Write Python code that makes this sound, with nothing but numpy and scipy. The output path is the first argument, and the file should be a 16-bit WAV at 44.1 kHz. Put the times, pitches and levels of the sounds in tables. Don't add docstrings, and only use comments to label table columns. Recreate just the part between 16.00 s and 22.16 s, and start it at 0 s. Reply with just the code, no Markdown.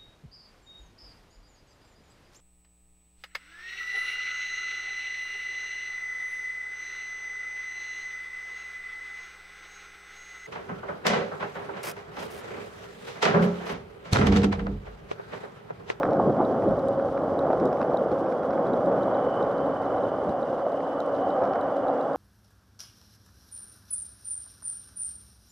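import sys
import numpy as np
from scipy import signal
from scipy.fft import rfft, irfft
from scipy.io import wavfile

SR = 44100
rng = np.random.default_rng(int(sys.argv[2]) if len(sys.argv) > 2 else 0)


def dump_mix(stems):
    frames = np.atleast_2d(stems).T
    limited = np.clip(frames, -1, 1)
    pcm = np.round(limited * 32767).astype(np.int16)
    wavfile.write(sys.argv[1], SR, pcm)


N = 271656
T = np.arange(N) / SR
HZ = np.fft.rfftfreq(N, 1 / SR)

# time in seconds, pitch in Hz.
MOTOR_PITCH = [(0, 271.3), (.65, 271.5), (.9, 273.7), (1.4, 274.5), (1.7, 275), (2.2, 271), (2.55, 276.5),
               (3.3, 277), (3.7, 277.6), (4.1, 278.3), (4.5, 281.4), (5.5, 281.2), (6.16, 279.5)]
# time in seconds, relative roar in dB, treble lift in dB.
PAVING_ROUGHNESS = [(0, -25, -1), (.5, -24.5, -3.5), (.85, -27.5, -.5), (1.25, -26.5, -2.5),
                    (1.52, -23.5, -2.5), (2.3, -25, -2.5), (2.75, -24.5, -1.5), (2.9, -23.5, -2.5),
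                    (3.04, -22.5, -1), (3.3, -25.5, 0.5), (3.9, -25.5, 0.3), (4.3, -27.5, 0),
                    (5.15, -27, -0.5), (5.33, -26.5, 0.5), (5.46, -23.5, -0.5), (5.6, -24.5, 1),
                    (5.75, -26, 0), (6.16, -26.5, 0.5)]
# frequency in Hz, left-right likeness.
CASE_LIKENESS = [(25, 0.93), (60, 0.99), (150, 0.97), (330, 0.96), (550, 1), (1000, 0.97), (1550, 1),
                 (2600, 0.19)]


def gain_of(db):
    return 10 ** (np.asarray(db) / 20)


def evened(x):
    return x / np.sqrt(np.mean(x ** 2) + 1e-20)


def blip(x):
    return x / np.sqrt((x ** 2).mean(0).sum() * 1000 / SR)


def spectrum(points):
    hz, value = np.transpose(points)
    return np.interp(np.log(HZ + 1), np.log(hz + 1), value)


def follow(rows):
    s, *columns = np.transpose(rows)
    return [np.interp(T, s, column) for column in columns]


def add(mix, s, sound):
    part = mix[:, max(round(s * SR), 0):][:, :sound.shape[1]]
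    part += sound[:, :part.shape[1]]


def swell(s, half_s):
    return np.exp(-((T - s) / half_s) ** 2)


def wander(rate_hz):
    return evened(irfft(rfft(rng.standard_normal(N)) / (1 + (HZ / rate_hz) ** 4), N))


def sway(radians):
    return radians * wander(20) * np.array([[1], [-1]])


def stereo_noise(colour, likeness, drive=None):
    if drive is None:
        drive = rng.standard_normal((2, N))
    mid, side = rfft(drive) * colour
    mid, side = mid * np.sqrt(1 + likeness), side * np.sqrt(1 - likeness)
    return evened(irfft(np.array([mid + side, mid - side]), N))


def causal(gain):
    log_gain = np.log(np.r_[gain, gain[-2:0:-1]])
    return np.exp(np.conj(signal.hilbert(log_gain)))[:len(gain)]


def peaks(modes):
    return sum(gain_of(db) / (1 + 2j * (HZ - hz) / width) / (1 + ((HZ - hz) / (2 * width)) ** 2)
               for hz, width, db in modes)


def wheel(per_turn=1, motor_cycles_per_turn=40, crest_s=0.125):
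    hz, = follow(MOTOR_PITCH)
    turns = np.cumsum(hz / motor_cycles_per_turn) / SR
    return np.cos(2 * np.pi * per_turn * (turns - np.interp(crest_s, T, turns)))


def hiss(level_db=-64, flicker_db=1.5):
    # frequency in Hz, relative level in dB.
    colour = [(1200, -10.5), (2200, -0.5), (3400, 2.5), (4300, -5), (5800, -3.5), (6800, -10), (8200, -9.5),
              (9000, -9), (11300, -13.5), (12500, -25.5), (14500, -17), (15600, -26.5)]
    # frequency in Hz, left-right likeness.
    likeness = [(2000, 0.045), (5000, 0.57), (6500, .2), (8500, -0.61), (11000, -.1), (14000, .2)]
    air = stereo_noise(gain_of(spectrum(colour)), spectrum(likeness))
    return air * gain_of(level_db + flicker_db * wander(28))


def whistles(level_db=-70):
    # frequency in Hz, width in Hz, relative level in dB.
    modes = [(2990, 200, -4), (3240, 160, -6.5), (4090, 50, -10.5), (4745, 55, -5), (4460, 46, -7),
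             (5000, 150, -12.5), (6100, 80, -14), (7780, 70, -16.5), (8770, 170, -18)]
    return gain_of(level_db) * stereo_noise(peaks(modes), likeness=1)


def overtones(blur_hz=30, flutter_db=2.5):
    multiples = [10.11, 10.93, 12.12]
    # time in seconds, then the lowest, middle and highest tone in dB.
    levels = [(0, -83, -76, -78), (2.1, -83.5, -74, -78), (2.5, -81, -77.5, -70),
              (3.2, -80.5, -78.5, -72.5), (4.2, -72.5, -79, -79), (4.55, -69.5, -75, -77.5),
              (5.2, -72, -78, -75.5), (5.8, -70, -78.5, -73), (6.16, -69, -77.5, -72)]
    hz, = follow(MOTOR_PITCH)
    out = np.zeros((2, N))
    for multiple, level_db in zip(multiples, follow(levels)):
        angle = 2 * np.pi * np.cumsum(multiple * hz + blur_hz * wander(30)) / SR
        tone = np.sin(angle + sway(0.27)) * gain_of(flutter_db * wander(25))
        out += gain_of(level_db) * evened(tone)
    return out


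def brake(disc_hz=3035, waver_hz=29, throb_db=4.5, flutter_db=2, chirp_db=-1.5, scrape_db=-4):
    # time in seconds, relative level in dB.
    rub = [(0, -79), (2.85, -75.5), (3.02, -63.5), (3.22, -61.5), (3.3, -57), (3.39, -56), (3.46, -63.5),
           (3.8, -62), (4.1, -62), (4.4, -69), (4.7, -68), (4.94, -59.5), (5.119, -67), (5.28, -56),
           (5.36, -64), (5.6, -63.5), (5.75, -68), (6.16, -71)]
    # frequency in Hz, width in Hz, relative level in dB.
    disc_modes = [(3040, 100, -0.5), (2940, 130, -5.5), (3330, 98, -15)]
    rub_db, = follow(rub)
    angle = 2 * np.pi * np.cumsum(disc_hz + waver_hz * wander(35)) / SR
    note = np.sin(angle + sway(0.55))
    chirps = evened(note * gain_of(throb_db * wheel(per_turn=4) + flutter_db * wander(30)))
    scrape = stereo_noise(peaks(disc_modes), likeness=0.47)
    return gain_of(rub_db) * (gain_of(chirp_db) * chirps + gain_of(scrape_db) * scrape)


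def grit(ring_hz=3845, rise_s=0.0005, ring_decay_s=0.0015, snap_decay_s=0.0008, snap_trim_db=0.8):
    # start in seconds, relative levels of ring and snap in dB.
    stones = [(0.4504, -45.5, -58), (0.689, -55, -59.5), (0.7925, -52, -55.0), (0.8844, -47, -48),
              (1.3912, -41.5, -49.5), (1.467, -63, -61.0), (1.6555, -49, -45), (1.675, -54.0, -62),
              (1.729, -56.5, -56), (1.9715, -40.0, -53), (2.668, -52, -68), (2.7347, -46.5, -57),
              (2.8598, -52.5, -54.5), (3.032, -49, -58), (3.146, -50.0, -63.5), (3.2505, -60, -56.0),
              (3.342, -62, -57), (3.4273, -46, -55), (3.5139, -53, -58), (3.5813, -55, -56),
              (3.661, -58.0, -59), (3.815, -68, -61.5), (3.983, -56.0, -59), (4.034, -54, -65.5),
              (4.2933, -50.0, -53), (4.429, -49.5, -61.5), (4.719, -56.5, -57.0), (5.0036, -42.5, -46),
              (5.0629, -60, -54), (5.1514, -53, -58), (5.222, -57, -66.0), (5.3043, -48.5, -59),
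              (5.612, -53.0, -52), (5.7674, -55, -57), (5.882, -49, -56), (6.0114, -50.5, -55),
              (6.133, -55, -56.0)]
    # frequency in Hz, relative level in dB.
    snap_colour = [(2000, -10.5), (3300, 0), (4600, 3), (6200, -0.5), (7600, -6), (8700, -3.5),
                   (9400, -8.5), (10000, -2.5), (12000, -16), (13300, -14.5), (14100, -7), (15500, -14)]
    out, t = np.zeros((2, N)), np.arange(1024) / SR
    hz = np.fft.rfftfreq(len(t), 1 / SR)
    colour = causal(gain_of(np.interp(hz, HZ, spectrum(snap_colour))))
    envelope = (1 - np.exp(-t / rise_s)) ** 2 * np.exp(-t / ring_decay_s)
    faint = rng.uniform([0, -66, -66], [N / SR, -60, -60], (70, 3))
    for s, ring_db, snap_db in [*stones, *faint]:
        phase = 2 * np.pi * rng.random() + 0.5 * rng.standard_normal((2, 1))
        note_hz = ring_hz * (1 + 0.008 * rng.standard_normal())
        ring = envelope * np.sin(2 * np.pi * note_hz * t + phase)
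        burst = rng.standard_normal((2, len(t))) * np.exp(-t / snap_decay_s)
        snap = irfft(rfft(burst) * colour)
        add(out, s, gain_of(ring_db) * blip(ring) + gain_of(snap_db + snap_trim_db) * blip(snap))
    return out


def clacks(chatter_db=-44.5, chatter_decay_s=0.0029, chatter_count=130, usual_roar_db=-27.5, width=0.21):
    # start in seconds, peak in dB, hardness in dB per octave, decay in seconds.
    knocks = [(0.0318, -13, -7, 0.0013), (0.0368, -23.5, -6, 0.005), (.053, -24, -6, 0.0029),
              (.064, -21, -15.5, .004), (.088, -25, -13, .004), (0.108, -36, 2.5, 0.0021),
              (.132, -31.5, 1, .002), (0.622, -31, -1.5, .002), (0.64, -30, -5.5, 0.0018),
              (0.996, -26.5, -5.5, .003), (1.174, -28.5, -4.5, 0.0038), (1.501, -24.5, -8, 0.0069),
              (1.509, -28, -8, 0.0046), (1.53, -27, -1.5, 0.0022), (1.599, -36, 5.5, 0.0034),
              (1.729, -30, 1, 0.001), (1.807, -29, -3, 0.0017), (1.815, -19.5, -4, 0.0025),
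              (1.828, -29, -1, 0.0016), (1.934, -41, 2, .0015), (2.116, -29, 0, .002),
              (2.125, -35.5, 1.5, .002), (2.263, -38, 0, .002), (2.323, -33.5, -1, .002),
              (2.366, -41, -1, 0.0014), (2.433, -31.5, -2, .0015), (2.506, -32, -1, .004),
              (2.532, -30.5, -5, 0.0037), (2.578, -28, -11, 0.0041), (2.982, -34, -1, 0.0032),
              (4.595, -36, -2, .002), (4.805, -27, -6, 0.0022), (5.42, -25, -10, 0.0031),
              (5.437, -39.5, 3.5, 0.0041), (5.454, -31, -0.5, 0.0014), (5.474, -32, -1.5, 0.0018),
              (5.535, -30.5, -1, .0018), (5.556, -27, -5.5, .004), (5.977, -43, 3, .0015)]
    # frequency in Hz, relative level in dB.
    body = [(400, -22), (900, 2.5), (1350, 12.5), (1850, -1), (2500, -9), (3000, -20.5), (3900, -14),
            (4700, -20), (5500, -14), (6300, -33.5), (9000, -40), (15000, -56.5)]
    out, t = np.zeros((2, N)), np.arange(1024) / SR
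    hz = np.fft.rfftfreq(len(t), 1 / SR)
    body_db = np.interp(hz, HZ, spectrum(body))
    octaves = np.log2(np.maximum(hz, body[0][0]))
    roar_db, _ = follow(PAVING_ROUGHNESS)
    shaken_db = chatter_db + 0.8 * (roar_db - usual_roar_db)
    chatter = [(T[i], shaken_db[i], rng.normal(-1.7, 1.7), chatter_decay_s)
               for i in rng.integers(0, N, chatter_count)]
    for s, peak_db, hardness, decay_s in knocks + chatter:
        mid, side = rng.standard_normal((2, len(t))) * np.exp(-t / decay_s)
        mid[0] += 2.5
        burst = np.array([mid + width * side, mid - width * side])
        knock = irfft(rfft(burst) * causal(gain_of(body_db + hardness * octaves)))
        add(out, s, gain_of(peak_db) * knock / abs(knock).max())
    return out


def bumps(rise_s=0.0016, trim_db=2.5):
    # time in seconds, relative peak in dB, main ring in Hz.
    hits = [(.187, -16.5, 350), (.197, -14, 792), (.204, -13, 635), (.265, -19.5, 610), (.277, -19, 497),
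            (.283, -29, 440), (.295, -14.5, 482), (.301, -20, 517), (.402, -15.5, 385), (.404, -18, 830),
            (.418, -22, 715), (0.681, -15.5, 547), (.714, -22, 695), (1.492, -21.5, 530), (1.502, -15, 615),
            (1.510, -17.5, 680), (1.531, -14.5, 655), (1.808, -21, 637), (1.944, -13.5, 602),
            (2.017, -17, 502), (2.06, -17.5, 550), (2.756, -24, 720), (2.959, -22, 637), (2.977, -18, 595),
            (3.058, -23, 640), (3.079, -22, 687), (4.117, -16, 565), (4.185, -18.5, 550), (4.234, -22, 623),
            (4.665, -17.5, 670), (4.729, -22, 567), (4.836, -24, 649.3), (4.868, -23, 700),
            (5.27, -19.5, 570), (5.4196, -16, 613.2), (5.479, -22, 596), (5.558, -22.5, 680),
            (5.633, -18.5, 687), (5.886, -18.5, 537), (5.899, -16.5, 665)]
    out, t = np.zeros((2, N)), np.arange(2200) / SR
    for s, db, hz in hits:
        thud = sum(gain * np.sin(2 * np.pi * hz * ratio * t + rng.uniform(-1.1, 1))
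                   for ratio, gain in [(0.55, 0.24), (1, 0.91), (1.4, 0.31)])
        thud *= (t / rise_s) ** 2 * np.exp(-t / rise_s)
        thud *= gain_of(db + trim_db) / abs(thud).max()
        add(out, s - rise_s, np.tile(thud, (2, 1)))
    return out


def wind(lumps_db=1.66, trim_db=-2):
    # time in seconds, relative levels of flapping and rumble in dB.
    breeze = [(0, -32, -44.5), (.35, -26, -45), (.7, -29, -40), (1.1, -33.5, -46.5), (1.5, -32.5, -45),
              (2.25, -33, -51), (2.7, -29.5, -50.5), (3.2, -31.5, -48), (4.3, -36, -49.5),
              (4.75, -39, -56.5), (5.45, -36.5, -52), (6.16, -39, -59)]
    # centre and half length in seconds, changes of flapping and rumble in dB.
    gusts = [(0.092, 0.023, 7, -6), (0.193, 0.024, 6.5, -6), (0.279, 0.039, 9.5, 2.5),
             (0.397, 0.038, 0, -4.5), (0.685, 0.044, 9, 5), (0.735, 0.013, -5.5, 10),
             (1.64, 0.043, 9.5, 1.5), (1.958, 0.031, 0, -5.5), (2.125, 0.022, 6.5, 9.5),
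             (2.988, 0.015, 5.5, -4), (4.301, 0.026, 7.5, 9)]
    # frequency in Hz, relative level in dB.
    flap = [(60, -32.5), (110, -7.5), (170, -1.5), (250, -0.5), (340, -0.5), (450, 0), (700, -25),
            (1500, -51), (3000, -82.5)]
    rumble = [(12, -33.5), (25, -21.5), (45, -8.5), (70, -2), (115, 2.5), (160, -9), (300, -32.5),
              (1500, -75.5)]
    gusts_db = sum(np.outer(changes_db, swell(s, half_s)) for s, half_s, *changes_db in gusts)
    out = np.zeros((2, N))
    for colour, level_db in zip((flap, rumble), np.array(follow(breeze)) + gusts_db):
        air = stereo_noise(gain_of(spectrum(colour)), spectrum(CASE_LIKENESS))
        out += air * gain_of(level_db + trim_db + lumps_db * wander(17))
    return out


def motor(shake_cycles_per_db=0.014, throb_db=2.5, fourth_db=-19):
    # time in seconds, then hum, whine and depth of shaking in dB.
    levels = [(0, -40, -34, 0), (.26, -43.5, -27, 2.5), (.35, -35.5, -30, 3), (.76, -51, -39, 5.5),
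              (.85, -58, -31.5, 4.5), (1.1, -43, -34.5, 6), (1.3, -42, -31, 4.5), (1.42, -40, -27, 0),
              (1.6, -53, -39, 5.5), (1.75, -46.5, -40, 2), (2.4, -45, -41.5, 3.5), (2.6, -46, -32.5, 2),
              (3.3, -42, -35, 2.5), (3.65, -37, -31.5, 2.5), (3.95, -41, -37.5, 0.5),
              (4.62, -57.5, -36.5, 5.5), (4.78, -36.5, -35, 2.5), (5.6, -41, -36, 3), (6.16, -37.5, -38, 3)]
    hz, = follow(MOTOR_PITCH)
    hum_db, whine_db, shake_db = follow(levels)
    angle = 2 * np.pi * (np.cumsum(hz) / SR + shake_cycles_per_db * shake_db * wander(14))
    lead = sway(0.11)
    harmonics = [(1, hum_db, 0), (2, whine_db, throb_db), (4, whine_db + fourth_db, throb_db)]
    out = np.zeros((2, N))
    for multiple, level_db, depth_db in harmonics:
        tremble = gain_of(depth_db * wheel() + shake_db * wander(31))
        out += gain_of(level_db) * evened(np.sin(multiple * angle + lead) * tremble)
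    return out


def tread():
    # centre and half length in seconds, level in dB.
    patches = [(3.905, 0.69, -40), (5.438, 0.18, -32), (5.986, 0.5, -39.5)]
    # frequency in Hz, width in Hz, relative level in dB.
    note = [(763, 39, 0)]
    singing = sum(gain_of(db) * swell(s, half_s) for s, half_s, db in patches)
    return singing * stereo_noise(peaks(note), likeness=1)


def tyres(joints_per_s=170, joint_share=0.16, flutter_db=0.5, turn_db=-0.21, treble_hz=950, trim_db=-1.5):
    # frequency in Hz, relative level in dB.
    roar_colour = [(60, -40.5), (150, -24), (260, -8), (400, -9.5), (600, -0.5), (800, -4.5), (940, -12.5),
                   (1150, -10.5), (1480, -18.5), (1800, -30), (2200, -37), (2700, -49.5), (4000, -52.5),
                   (8000, -83)]
    # frequency in Hz, width in Hz, dB over the roar.
    frame_modes = [(498.7, 45, 7), (545, 38, -1.5), (690, 28, -12), (762, 9.7, 1.5), (900, 17, -7),
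                   (1040, 49, -2.5)]
    # centre and half length in seconds, roar change in dB.
    jolts = [(0.185, 0.0069, -0.5), (0.302, 0.014, 4.5), (0.317, 0.033, -4.5), (0.415, 0.03, 4.5),
             (0.714, 0.024, 2), (1.107, 0.011, -7.5), (3.271, 0.006, 2.5), (4.644, 0.017, -4.5),
             (4.817, 0.011, -6), (5.437, 0.012, 2.5), (5.873, 0.029, 2)]
    roar_db, lift_db = follow(PAVING_ROUGHNESS)
    jolts_db = sum(db * swell(s, half_s) for s, half_s, db in jolts)
    load_db = jolts_db + turn_db * wheel() + flutter_db * wander(6.4)
    joints = evened((rng.random(N) < joints_per_s / SR) * rng.choice([-1, 1], N))
    drive = rng.standard_normal((2, N))
    drive[0] = np.sqrt(1 - joint_share) * drive[0] + np.sqrt(joint_share) * joints
    ring_power = sum(gain_of(db) ** 2 / (1 + (2 * (HZ - hz) / width) ** 2)
                     for hz, width, db in frame_modes)
    body = gain_of(spectrum(roar_colour)) * np.sqrt(1 + ring_power)
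    roar = stereo_noise(causal(body), spectrum(CASE_LIKENESS), drive)
    treble = irfft(rfft(roar) * (1 - 1 / (1 + (HZ / treble_hz) ** 8)), N)
    return (roar + treble * (gain_of(lift_db) - 1)) * gain_of(trim_db + roar_db + load_db)


def scene():
    rolling = tyres() + tread() + wind() + motor() + overtones() + whistles() + brake() + hiss()
    return rolling + bumps() + clacks() + grit()


def record(dry):
    # frequency in Hz, left minus right in dB.
    shading = [(100, 0.5), (200, 0), (600, -0.5), (1100, -0.5), (2000, -7.5), (3000, 3.5), (8000, 1.5),
               (14000, 1)]
    shaded = irfft(rfft(dry) * gain_of(np.array([[0.5], [-0.5]]) * spectrum(shading)), N)
    lowpass = signal.firwin(511, cutoff=15700, window=("kaiser", 9), fs=SR)
    return signal.oaconvolve(shaded, lowpass[None], "same")


dry = scene()
out = record(dry)
dump_mix(out)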